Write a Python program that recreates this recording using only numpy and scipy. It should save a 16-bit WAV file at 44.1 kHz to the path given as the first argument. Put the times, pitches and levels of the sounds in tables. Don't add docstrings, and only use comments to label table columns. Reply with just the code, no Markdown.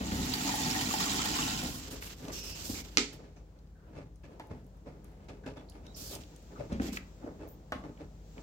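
import sys
import numpy as np
from scipy import signal
from scipy.fft import rfft, irfft, next_fast_len
from scipy.io import wavfile
from scipy.ndimage import uniform_filter1d

SR = 44100
rng = np.random.default_rng(int(sys.argv[2]) if len(sys.argv) > 2 else 0)


def output_pcm(signal):
    pcm = np.clip(np.atleast_2d(signal).T, -1, 1) * 32767
    wavfile.write(sys.argv[1], SR, np.round(pcm).astype(np.int16))


N = 371322
TIME = np.arange(N) / SR
PORT_LAG_S = 0.00032
STOPS_S = 1.92


def amp(db):
    return 10 ** (np.asarray(db) / 20)


def unit(x):
    return x / np.sqrt(np.mean(x ** 2) + 1e-20)


def add(track, s, sound):
    i = max(int(s * SR), 0)
    track[..., i:i + sound.shape[-1]] += sound[..., :max(N - i, 0)]


def colour(x, points, size=4096):
    hz, db = np.transpose(points)
    grid = np.maximum(np.fft.rfftfreq(size, 1 / SR), 1)
    gain = amp(np.interp(np.log(grid), np.log(np.maximum(hz, 1)), db))
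    cepstrum = irfft(np.log(gain))
    cepstrum[1:size // 2] *= 2
    cepstrum[size // 2 + 1:] = 0
    response = irfft(np.exp(rfft(cepstrum)))
    filtered = signal.oaconvolve(x, np.array(response, ndmin=x.ndim), axes=-1)
    return filtered[..., :x.shape[-1]]


def band(x, lo_hz, hi_hz, order=2):
    return signal.sosfilt(signal.butter(order, [lo_hz, hi_hz], "band", fs=SR, output="sos"), x)


def resonate(x, modes):
    total = np.zeros_like(x)
    for k, (hz, width, db) in enumerate(modes):
        total += (-1) ** k * amp(db) * band(x, hz - width / 2, hz + width / 2, order=1)
    return unit(total)


def fade(t, t60):
    return np.exp(-np.log(1000) * t / t60)


def swell(t, rise_s, hold_s, t60):
    return np.clip(t / rise_s, 0, 1) * fade(np.maximum(t - hold_s, 0), t60)


def ring(t, modes, pitch):
    y = np.zeros(len(t))
    for k, (hz, db, t60) in enumerate(modes):
        y += (-1) ** k * amp(db) * fade(t, t60) * np.sin(2 * np.pi * hz * pitch * t)
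    return y / np.abs(y).max()


def walk(rate):
    knots = rng.standard_normal(4096)
    return 0.97 * np.interp(TIME * rate, np.arange(len(knots)), knots)


def ports(pair, lag_s, apart_hz=750):
    f = np.fft.rfftfreq(pair.shape[1], 1 / SR)
    alike = .98 * np.exp(-(f / apart_hz) ** 3)
    mid, side = rfft(pair) * np.sqrt([(1 + alike) / 2, (1 - alike) / 2])
    late = np.exp(-2j * np.pi * f * lag_s)
    return irfft([mid + side, (mid - side) * late], pair.shape[1])


def room(x, wet_db, lag_s):
    treble_t60, bass_t60 = 0.32, 0.51
    t = np.arange(SR // 2) / SR
    tail = ports(rng.standard_normal((2, len(t))), lag_s=0)
    bass = band(tail, 19, 1000)
    tail = bass * fade(t, bass_t60) + (tail - bass) * fade(t, treble_t60)
    tail *= np.clip(t / 0.001 - .4, 0, 1)
    response = amp(wet_db) * unit(tail) / np.sqrt(len(t))
    response[0, 0] += 1
    response[1, int(lag_s * SR)] += 1
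    return signal.fftconvolve(x[None], response, axes=1)[:, :N] / np.sqrt(1 + amp(wet_db) ** 2)


def shade(pair):
    # (pitch [Hz], left minus right level [dB])
    lean = [(60, 7.5), (110, 1.5), (200, 1.5), (380, -3), (700, 3.5), (1290, 2.5), (2380, -2), (4400, -8),
            (8120, -1), (15000, -1.5)]
    left = colour(pair[0], [(hz, db / 2) for hz, db in lean])
    right = colour(pair[1], [(hz, -db / 2) for hz, db in lean])
    return np.array([left, right])


def specks(rate, spread_db):
    shape = (2, next_fast_len(N, True))
    sizes = rng.standard_normal(shape) * amp(spread_db * np.minimum(rng.exponential(size=shape), 5))
    hits = rng.random(shape) < rate / SR
    return unit(ports(hits * sizes, PORT_LAG_S)[:, :N])


def shimmer(pair, depth_db, rate, lo_hz=500, hi_hz=9000, count=18):
    size = next_fast_len(N, True)
    log_hz = np.log(np.fft.rfftfreq(size, 1 / SR) + 1)
    place = np.interp(log_hz, np.log([lo_hz, hi_hz]), [0, count - 1])
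    spectrum = rfft(pair, size)
    total = np.zeros((2, N))
    for k in range(count):
        share = np.maximum(1 - np.abs(place - k), 0)
        part = irfft(spectrum * share, size)[:, :N]
        total += part * amp(depth_db * walk(rate * rng.uniform(.7, 1.3)))
    return unit(total)


def flow():
    opens_s, opening_s, taper_s = -0.077, 0.32, 0.56
    opened = 1 - np.exp(-np.maximum(TIME - opens_s, 0) / opening_s)
    closing = np.clip((STOPS_S - TIME) / taper_s, 0, 1)
    return opened, np.sin(closing * np.pi / 2) ** 2


def stream(wall_db=-8, pool_db=-5.5, wall_damping=0.47, splutter_db=0.7, chatter_db=2,
           tray_growth=0.52, fizz_db=-16, fizz_flicker_db=3.5):
    # (pitch [Hz], relative level [dB])
    splash_colour = [(260, -28.5), (450, -3.5), (538, -13.5), (866, -7), (947, -5.5), (1150, -9.5),
                     (1550, -11.5), (1850, -7), (2090, -9), (2980, -6.5), (6370, -8), (7070, -3),
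                     (8970, -20), (13000, -19), (15800, -17.5)]
    # (pitch [Hz], width [Hz], relative level [dB])
    wall_modes = [(764, 13.5, 9.5), (797, 17, -4), (869, 31, 7.5), (1854, 36, 6)]
    # (pitch [Hz], width [Hz], relative level [dB])
    pool_modes = [(1065, 35, 2), (1150, 82, -6), (1404, 110, 0), (1860, 60, -3), (2420, 34, -12),
                  (2950, 71, 7.5), (3100, 120, -1.5), (3880, 57, 5.5), (4910, 56, 1.5), (5800, 92, 5),
                  (7480, 120, -0.5)]
    # (pitch [Hz], width [Hz], relative level [dB])
    tray_modes = [(97, 52, -8.5), (148, 7.9, -2.5), (192.6, 26.6, -4.5), (248.3, 11.2, 2),
                  (294, 27.7, -1.5)]
    # (time [s], spray [dB], drumming [dB])
    slugs = [(.336, -1, -12), (0.467, -3, -12), (0.491, -1, 0), (0.541, -17, 2), (.575, -11, 5),
             (.711, -15, -16), (0.75, -21, 7), (0.811, -3, -2), (0.937, -17, 8), (1.001, -1.5, -12),
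             (1.037, -8, -13), (1.097, -8, -2), (1.216, -5, -8), (1.256, -12, 15.5), (1.354, -8, -11),
             (1.427, -21, -9)]
    slug_t60, fills_s, filling_s = 0.083, 0.7, 0.58
    splash_db, tray_db = -35.5, -38.5

    opened, left = flow()
    filled = np.clip((TIME - fills_s) / filling_s, 0, 1)
    t = np.arange(SR // 4) / SR
    surge = np.ones((2, N))
    for s, spray_db, drum_db in slugs:
        add(surge, s, amp([[spray_db], [drum_db]]) * fade(t, slug_t60))
    spray, drum = surge

    drops = specks(rate=5000, spread_db=0.5) * amp(splutter_db * walk(45.6))
    splash = shimmer(colour(drops, splash_colour), depth_db=2.2, rate=45) * spray
    walls = resonate(drops * drum * amp(chatter_db * walk(21.63)), wall_modes)
    walls *= amp(wall_db) * (1 - wall_damping * filled)
    pool = resonate(drops * amp(chatter_db * walk(34.7)), pool_modes)
    pool *= amp(pool_db) * filled * spray
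    fizz = unit(band(specks(rate=2500, spread_db=1), 8500, 15500))
    fizz *= amp(fizz_db + fizz_flicker_db * walk(50)) * spray
    tray = unit(band(resonate(drops, tray_modes), 62, 370))
    drawer = (splash + walls + pool + fizz) * amp(splash_db) * opened * left
    return shade(drawer + tray * amp(tray_db) * left ** tray_growth)


def bubbles(small_db=-42, spread_db=8, count=900):
    # (time [s], peak level [dB], starting pitch [Hz])
    loudest = [(.338, -23.5, 4470), (.491, -29, 937), (.540, -26, 842), (.63, -33, 3470),
               (0.711, -23.5, 5360), (0.751, -27, 1796), (0.909, -29, 1130), (.940, -25, 844),
               (1.004, -29, 1135), (1.067, -30, 1145), (1.097, -31, 3800), (1.194, -28.5, 1270),
               (1.222, -30, 2970), (1.388, -28, 1134), (1.428, -27.5, 2820), (1.576, -33, 2910)]
    life_s, glide = .055, .1
    t = np.arange(SR // 10) / SR
    opened, left = flow()
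    moment, size, strength = rng.random((count, 3)).T
    s = moment * STOPS_S
    flow_db = 20 * np.log10(np.interp(s, TIME, opened * left) + 1e-6)
    pitch = 900 * 8 ** np.sqrt(size)
    small = np.c_[s, flow_db + small_db + spread_db * strength ** 3, pitch]
    out = np.zeros(N)
    for s, db, hz in np.vstack([loudest, small]):
        t60 = life_s * np.sqrt(1000 / hz)
        tone = np.sin(2 * np.pi * hz * t * (1 + glide * np.minimum(t / t60, 1)))
        add(out, s, amp(db) * fade(t, t60) * tone)
    return shade(room(out, wet_db=-10, lag_s=PORT_LAG_S))


def rustle(surge_db=0.75):
    # (time [s], level [dB])
    course = [(1.8, -61), (3.25, -57), (3.5, -64), (3.75, -70), (3.9, -53), (4.18, -74), (4.3, -52),
              (4.75, -60), (5.1, -55.5), (5.4, -60.5), (5.6, -57), (6.2, -54.5), (6.45, -58), (7.1, -56.5),
              (7.6, -58.5), (8.3, -61.5)]
    # (pitch [Hz], relative level [dB])
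    cloth_colour = [(80, -7), (160, 0.5), (300, -1), (550, -5), (850, -10), (1100, -17.5), (1600, -19.5),
                    (2500, -26.5), (5000, -35), (10000, -43.5)]
    noise = ports(rng.standard_normal((2, next_fast_len(N, True))), lag_s=0.0002)[:, :N]
    cloth = shimmer(colour(noise, cloth_colour), depth_db=3, rate=24, lo_hz=200, hi_hz=1500, count=8)
    return cloth * amp(np.interp(TIME, *np.transpose(course)) + surge_db * walk(12))


def background(air_db=-53, hum_waver_db=1, hiss_waver_db=0.5, lean_db=1.5):
    # (pitch [Hz], relative level [dB])
    air_colour = [(30, -20.5), (45, -5.5), (65, 3), (100, -8), (160, -11), (230, -17), (550, -23),
                  (1100, -33), (2500, -43), (7000, -44), (10000, -55), (15800, -48.5)]
    # (pitch [Hz], rms level [dB])
    hum_lines = [(50, -53), (119, -68.5), (157, -62), (191, -66)]
    # (time [s], level [dB])
    hiss_course = [(3.35, -77.5), (3.8, -90), (4.13, -86.5), (4.35, -77.5), (5.15, -77.5), (5.8, -75.5),
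                   (6.01, -62), (7.0, -65.5), (7.6, -73), (7.95, -71), (8.2, -71.5), (8.38, -63.5)]
    # (pitch [Hz], relative level [dB])
    hiss_colour = [(1200, -12), (2500, -4.5), (5200, -3.5), (7500, -2.5), (9500, -25), (15500, -11.5)]
    noise = ports(rng.standard_normal((2, next_fast_len(N, True))), lag_s=0.0002)[:, :N]
    air = unit(colour(noise, air_colour)) * amp(air_db + .5 * walk(2.5))
    hum = np.zeros(N)
    for hz, db in hum_lines:
        level = amp(db + hum_waver_db * walk(4.4)) * np.sqrt(2)
        hum += level * np.sin(2 * np.pi * hz * TIME + hz / 300 * walk(5.1))
    hiss = unit(colour(rng.standard_normal((2, N)), hiss_colour))
    hiss *= amp(np.interp(TIME, *np.transpose(hiss_course)) + hiss_waver_db * walk(14))
    return (air + hum + hiss) * amp(np.array([[lean_db], [-lean_db]]) / 2)


def blows(table, modes, crack_colour, crack_t60):
    t = np.arange(SR // 2) / SR
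    out = np.zeros(N)
    for s, db, crack_db, pitch in table:
        noise = rng.standard_normal(len(t))
        crack = unit(colour(noise, crack_colour)) * fade(t, crack_t60)
        add(out, s, amp(db) * (ring(t, modes, pitch) + amp(crack_db) * crack))
    return out


def bumps(gain_db=4, shelf_db=-8):
    # (time [s], level before gain [dB], relative crack level [dB], pitch factor [-])
    dull_blows = [(.006, -34.5, -5.5, 1.06), (.12, -27, -14, .8), (0.189, -27.5, -23, 0.55),
                  (1.63, -32.5, -10, 0.65), (2.695, -33, -20, 1.09), (6.721, -26.5, -17.5, 0.8),
                  (6.755, -33, -24, 0.86), (6.7995, -24, -24, 1.07), (6.819, -30, -23, 1.45),
                  (6.854, -34, -24, 1.6), (6.885, -32, -23, 1.07), (6.922, -41.5, -15, .9),
                  (7.24, -37, -24, 1.15), (7.755, -37, -16, 1.07)]
    # (pitch before factor [Hz], relative level [dB], decay t60 [s])
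    plastic_modes = [(92, -5.5, 0.084), (190, -4, 0.1), (250, 7, 0.051), (315, -10.5, 0.1),
                     (419, -5, 0.039), (729, -18.5, 0.12)]
    # (pitch [Hz], relative level [dB])
    crack_colour = [(40, -12.5), (75, 6.5), (150, -8), (500, -5), (900, -12.5), (2500, -17), (7000, -28.5),
                    (10000, -51.5)]
    # (pitch before factor [Hz], relative level [dB], decay t60 [s])
    shelf_modes = [(69.4, -1, .45), (192, -2, 0.45), (246, -4.5, .3), (412, -5, .2), (552, -10.5, .18),
                   (630, -23, .35)]
    t = np.arange(SR // 2) / SR
    out = blows(dull_blows, plastic_modes, crack_colour, crack_t60=0.22)
    for s, db, _, _ in dull_blows:
        add(out, s, amp(db + shelf_db) * ring(t, shelf_modes, 0.97))
    return amp(gain_db) * room(out, wet_db=-5, lag_s=PORT_LAG_S)


def ticks(gain_db=1, faint_db=-69, spread_db=7, faint_hz=6500, breadth=1.52, count=12):
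    # (time [s], level before gain [dB], centre pitch [Hz])
    clear = [(0.118, -33, 1700), (1.637, -37, 11000), (2.024, -37, 1840), (2.074, -44, 2220),
             (2.251, -48, 3000), (2.283, -44, 4550), (2.303, -37, 1400), (3.589, -59, 4390),
             (3.672, -63.5, 3600), (4.158, -60, 6940), (4.235, -60, 1995), (4.397, -53, 4030),
             (4.47, -58, 10000), (4.665, -60, 11000), (5.044, -53, 9000), (5.205, -56, 1300),
             (5.243, -69, 6500), (5.291, -53, 4200), (5.464, -46.5, 2780), (5.61, -53, 1500),
             (5.698, -47.5, 7540), (5.721, -53, 2700), (5.866, -48.5, 4470), (6.152, -34.5, 6500),
             (6.236, -48, 3000), (6.362, -49, 6500), (6.727, -46.5, 5000), (6.798, -32.5, 1200),
             (6.818, -46, 4000), (6.884, -42, 3500), (6.971, -26, 1780), (6.974, -43, 3400),
             (7.487, -53.5, 8000), (7.838, -47, 1300), (7.975, -54, 1770), (8.38, -47, 1810)]
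    held_s, tick_t60 = (4.2, 7.0), 0.019
    t = np.arange(SR // 4) / SR
    moment, strength, pitch = rng.random((count, 3)).T
    faint_s = np.interp(moment, [0, 1], held_s)
    faint = np.c_[faint_s, faint_db + spread_db * strength, faint_hz * 2 ** (2 * pitch - 1)]
    out = np.zeros(N)
    for s, db, hz in np.vstack([faint, clear]):
        click = unit(band(rng.standard_normal(len(t)), hz / breadth, hz * breadth))
        add(out, s, amp(db + gain_db) * click * fade(t, tick_t60))
    return room(out, wet_db=-8, lag_s=PORT_LAG_S)


def rub(hiss_db=1, sheen_db=1, hollow_db=-4, judder_db=1.5):
    # (time [s], length [s], hiss level [dB], sheen relative to it [dB], rasp relative to it [dB])
    strokes = [(1.658, 0.13, -51, 0.5, -11), (1.773, 0.11, -52, -5.5, -1.5),
               (1.899, 0.035, -48.5, -0.5, -4.5), (1.949, 0.041, -54, -6, -1.5),
               (2.004, 0.078, -52.5, 0.5, -1), (2.088, 0.041, -51.5, -4.5, 0.5), (2.156, 0.37, -60, -3, -2),
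               (2.314, 0.08, -46, -3.5, -6.5), (2.425, 0.095, -49, -1.5, -5), (2.543, 0.092, -49, -4.5, -5),
               (2.635, 0.098, -45.5, -1, -9), (2.73, 0.075, -45.5, -4.5, -5.5), (2.83, 0.058, -56, -5, -2),
               (2.906, 0.077, -62, -3.5, 0.5), (3.121, 0.011, -55, 1.5, 2.5), (5.956, 0.2, -49, 0.5, -10.5),
               (6.195, 0.023, -58.5, -6, 0), (6.806, 0.086, -51, -4, 0), (6.918, 0.047, -48.5, -2, -3.5)]
    # (pitch [Hz], relative level [dB])
    sleeve_colour = [(600, -6), (1200, -0.5), (2000, -2.5), (3000, 0.5), (5500, -6.5), (7500, -6.5),
                     (8800, -21.5), (11000, -15.5)]
    # (pitch [Hz], relative level [dB])
    hollow_colour = [(50, -7), (80, 10), (150, -9.5), (250, 1.5), (450, -3), (700, -9.5), (1200, -34.5),
                     (2500, -45.5)]
    attack_s, stroke_t60 = 0.015, 0.13
    grit = specks(rate=13000, spread_db=1.0) * amp(judder_db * walk(60))
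    sleeve = colour(grit, sleeve_colour)
    hiss = unit(band(sleeve, 4800, 11000, order=3))
    rasp = unit(band(sleeve, 720, 3600, order=3))
    sheen = unit(band(grit, 8200, 15000, order=3))
    hollow = unit(colour(grit, hollow_colour))
    t = np.arange(SR) / SR
    power = np.zeros((3, N))
    for s, length, db, shine_db, press_db in strokes:
        levels = amp([[db], [db + shine_db], [db + press_db]])
        add(power, s, (levels * swell(t, attack_s, length, stroke_t60)) ** 2)
    sliding, shine, pressed = np.sqrt(power)
    slide = sliding * (hiss * amp(hiss_db) + hollow * amp(hollow_db))
    return shade(slide + pressed * rasp + shine * sheen * amp(sheen_db))


def thuds(scuff_db=1, ring_db=-2.5, hollow_db=-1, body_t60=0.32, scuff_t60=0.28, boom_t60=0.46, grain_db=2.5):
    # (time [s], body level [dB], rise [s], scuff [dB], boom [dB])
    contacts = [(1.85, -46, 0.09, -12, -1.5), (2.18, -45, 0.068, -14, 0), (2.274, -40.5, 0.009, -13.5, -17),
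                (3.125, -50, .01, -18, 1), (3.185, -47.5, .012, -17, -15), (3.23, -52, 0.015, -10, -12),
                (3.359, -53, 0.0079, -11, -7), (3.555, -57, 0.0083, -17, -11), (3.915, -44, 0.074, -13, 0),
                (4.23, -49, 0.014, -10, -2), (4.312, -58, 0.0098, -9, -13), (4.494, -43, 0.019, -17.5, 4),
                (4.856, -43.5, 0.018, -16.5, -2), (5.039, -60, 0.015, -9, -10),
                (5.19, -58, 0.05, -10.5, -10), (5.283, -42, 0.0044, -10.5, -4),
                (5.431, -52, 0.0075, -15, 4.5), (5.458, -39, 0.0063, -11, -4),
                (5.555, -45, 0.019, -13, -6.5), (5.735, -50, 0.02, -12.5, -18),
                (5.819, -51.5, 0.042, -12, 0), (6.09, -42.5, 0.051, -14.5, -5),
                (6.281, -56.5, 0.041, -14, -22), (6.495, -47.5, 0.03, -19, -11),
                (6.56, -41.5, 0.049, -14, 0), (6.692, -40.5, 0.02, -16, -0.5),
                (7.19, -41.5, 0.084, -25, -7), (7.38, -42, 0.047, -18, -8), (7.834, -40, 0.0065, -18.5, -2),
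                (7.975, -45, 0.036, -15.5, -8), (8.35, -47.5, 0.038, -18, -13)]
    # (pitch [Hz], relative level [dB])
    contact_colour = [(70, -9), (190, 2.5), (300, -6), (500, -5), (750, -11), (1100, -13), (1700, -11.5),
                      (2500, -14.5), (3500, -23.5), (7000, -25), (10000, -26)]
    # (pitch [Hz], width [Hz], relative level [dB])
    scuff_modes = [(1153, 32, 4.5), (1492, 32, -4.5), (1710, 40, 6), (2107, 100, -5), (2640, 28, 3),
                   (3440, 130, 7)]
    # (pitch [Hz], width [Hz], relative level [dB])
    room_modes = [(189.4, 10, -3), (249.3, 16, 2), (309, 13, 4), (412.7, 15.4, 5.5), (568, 17, -9),
                  (677, 26, -15), (846, 14, -3)]
    t = np.arange(SR // 2) / SR
    out = np.zeros((2, N))
    for s, db, rise, scuff, boom in contacts:
        noise = rng.standard_normal((3, len(t)))
        grain = amp(grain_db * unit(uniform_filter1d(noise[2], size=128)))
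        contact = colour(ports(noise[:2], lag_s=0.00013) * grain, contact_colour)
        body = unit(band(contact, 210, 955))
        top = amp(scuff + scuff_db) * unit(band(contact, 2180, 6200))
        top += amp(scuff + hollow_db) * resonate(contact, scuff_modes)
        low = amp(boom) * unit(band(contact, 66, 159)) + amp(ring_db) * resonate(contact, room_modes)
        thud = body * swell(t, rise, rise, body_t60)
        thud += top * swell(t, rise, rise, scuff_t60) + low * swell(t, rise, rise, boom_t60)
        add(out, s, amp(db) * thud)
    return out


def scrapes(attack_s=0.0037, scrape_t60=0.17):
    # (time [s], length [s], level [dB], first pitch [Hz], last pitch [Hz], width [Hz])
    squeaks = [(2.329, .21, -48, 5620, 5200, 805), (2.341, 0.25, -54.5, 2700, 2860, 500),
               (2.749, 0.057, -53, 2260, 2230, 300), (3.36, .022, -69, 6300, 6000, 1400),
               (3.75, 0.14, -70, 1550, 1394, 300), (5.434, .04, -57, 1560, 1510, 220),
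               (5.568, 0.018, -62, 3450, 3450, 260), (5.684, 0.015, -62, 4350, 4650, 900),
               (5.858, .05, -62, 3770, 3870, 120), (5.943, .215, -53, 5470, 2904, 1000),
               (6.555, .012, -52, 1320, 1282, 180), (6.596, .025, -40.5, 579, 576, 90),
               (6.851, .09, -55, 2330, 2430, 600), (7.473, 0.046, -58.5, 15000, 14600, 1500)]
    t = np.arange(SR // 2) / SR
    out = np.zeros((2, N))
    for s, length, db, first_hz, last_hz, width in squeaks:
        hz = first_hz + (last_hz - first_hz) * np.minimum(t / length, 1) ** 3
        noise = rng.standard_normal((2, 2, len(t)))
        grain = signal.sosfilt(signal.butter(2, width / 2, fs=SR, output="sos"), noise[0] + 1j * noise[1])
        note = unit(np.real(grain * np.exp(2j * np.pi * np.cumsum(hz) / SR)))
        add(out, s, amp(db) * note * swell(t, attack_s, length, scrape_t60))
    return shade(out)


def snap(crack_db=6, ring_db=-21, tail_db=5, echo_s=0.011, echo_db=-8, buckle_t60=0.0026, first_db=5):
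    # (pitch [Hz], relative level [dB])
    crack_colour = [(82, -39), (140, -17), (248, -7.5), (450, -9), (655, -24), (798, -17), (1180, -24),
                    (1280, -11.5), (1630, -20.5), (2060, -9.5), (3250, -12.5), (4280, -12), (7450, -15.5),
                    (9080, -33.5), (15800, -49)]
    # (pitch before factor [Hz], relative level [dB], decay t60 [s])
    wall_ringing = [(259, -2, 0.26), (298, -6.5, 0.42), (332.4, -8, 0.11), (437, -6.5, 0.36),
                    (1313, -8, .12), (2240, -6.5, 0.24), (4340, -13, 0.18)]
    snap_s, snap_db = 2.9722, -0.18
    tail_t60, late_db, late_t60 = 0.3, -30, 0.98
    t = np.arange(SR) / SR
    buckle = rng.standard_normal(len(t)) * fade(t, buckle_t60)
    push = irfft(np.exp(1j * np.angle(rfft(buckle))))
    push = np.roll(push, 8) * fade(t, .1)
    push = push + amp(first_db) * signal.unit_impulse(len(t))
    tail = ports(rng.standard_normal((2, len(t))), lag_s=0)
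    tail = tail * (fade(t, tail_t60) + amp(late_db) * fade(t, late_t60)) * np.minimum(t / 0.0057, 1)
    direct = np.array([push, np.roll(push, int(PORT_LAG_S * SR))])
    echo = amp(echo_db) * np.roll(direct, int(echo_s * SR), axis=1)
    paths = direct + echo + amp(tail_db) * unit(tail) / np.sqrt(len(t))
    crack = colour(paths, crack_colour) / np.sqrt(np.sum(colour(push, crack_colour) ** 2))
    out = np.zeros((2, N))
    add(out, snap_s, amp(snap_db) * (amp(crack_db) * crack + amp(ring_db) * ring(t, wall_ringing, 0.95)))
    return shade(out)


def knocks(gain_db=6, click_db=2):
    # (time [s], level before gain [dB], relative crack level [dB], pitch factor [-])
    hard_taps = [(4.3972, -39.5, -6.5, 0.8), (5.463, -47, -14, 0.77), (5.481, -51, -8, 0.74),
                 (5.571, -52, -11, .8), (7.7212, -34, -2, 1.0)]
    # (pitch before factor [Hz], relative level [dB], decay t60 [s])
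    plastic_modes = [(409, -13, 0.24), (530, -11, 0.33), (660, -9, 0.13), (847, -4.5, 0.11),
                     (1073, 1, 0.11), (1135, 5, 0.04), (1280, -1, 0.073), (1890, -20, 0.12),
                     (2075, -12, 0.14), (2720, -22, 0.15), (3020, -14, 0.034), (3430, -23, .04)]
    # (pitch [Hz], relative level [dB])
    crack_colour = [(120, -6.5), (280, 6), (700, 2), (1200, 2), (1600, 2), (2000, -2.5), (3000, -7),
                    (7000, -23), (9500, -41), (15500, -50)]
    out = blows(hard_taps, plastic_modes, crack_colour, crack_t60=0.085)
    click = band(signal.unit_impulse(256), 900, 7000, order=1)
    for s, db, _, _ in hard_taps:
        add(out, s, amp(db + click_db) * click / np.abs(click).max())
    return amp(gain_db) * room(out, wet_db=-5, lag_s=0.00018)


def lapping(faint_db=-60, spread_db=9, low_hz=380, octaves=2.0, t60=0.032, count=44):
    lapping_s = (4.85, 5.9)
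    t = np.arange(SR // 4) / SR
    out = np.zeros(N)
    for moment, strength, size in rng.random((count, 3)):
        hz = low_hz * 2 ** (octaves * size)
        blip = np.sin(2 * np.pi * hz * t) * swell(t, .003, .003, t60) * np.sqrt(low_hz / hz)
        add(out, np.interp(moment, [0, 1], lapping_s), amp(faint_db + spread_db * strength) * blip)
    return room(out, wet_db=0, lag_s=PORT_LAG_S)


def scene():
    water = stream() + bubbles()
    surroundings = rustle() + background()
    bottle = bumps() + ticks() + rub() + scrapes() + snap() + knocks() + lapping()
    return water + surroundings + bottle + thuds()


def gain_control(x, attack_s=.06):
    duck_above_db, duck_share, recovery_db_per_s = -25, 0.48, 0.32
    power = uniform_filter1d(np.mean(x ** 2, axis=0), size=441)
    level_db = 10 * np.log10(np.abs(power) + 1e-12)
    wanted_db = duck_share * np.maximum(level_db - duck_above_db, 0)
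    climb = recovery_db_per_s * TIME
    duck_db = np.maximum.accumulate(wanted_db + climb) - climb
    keep = np.exp(-1 / (attack_s * SR))
    return x * amp(-signal.lfilter([1 - keep], [1, -keep], duck_db))


def record(dry):
    top_hz = 15850
    dry = signal.sosfilt(signal.butter(4, 34, "high", fs=SR, output="sos"), dry)
    dry = np.clip(gain_control(dry), -1, 1)
    return signal.sosfilt(signal.ellip(10, .2, 70, top_hz, fs=SR, output="sos"), dry)


dry = scene()
out = record(dry)
output_pcm(out)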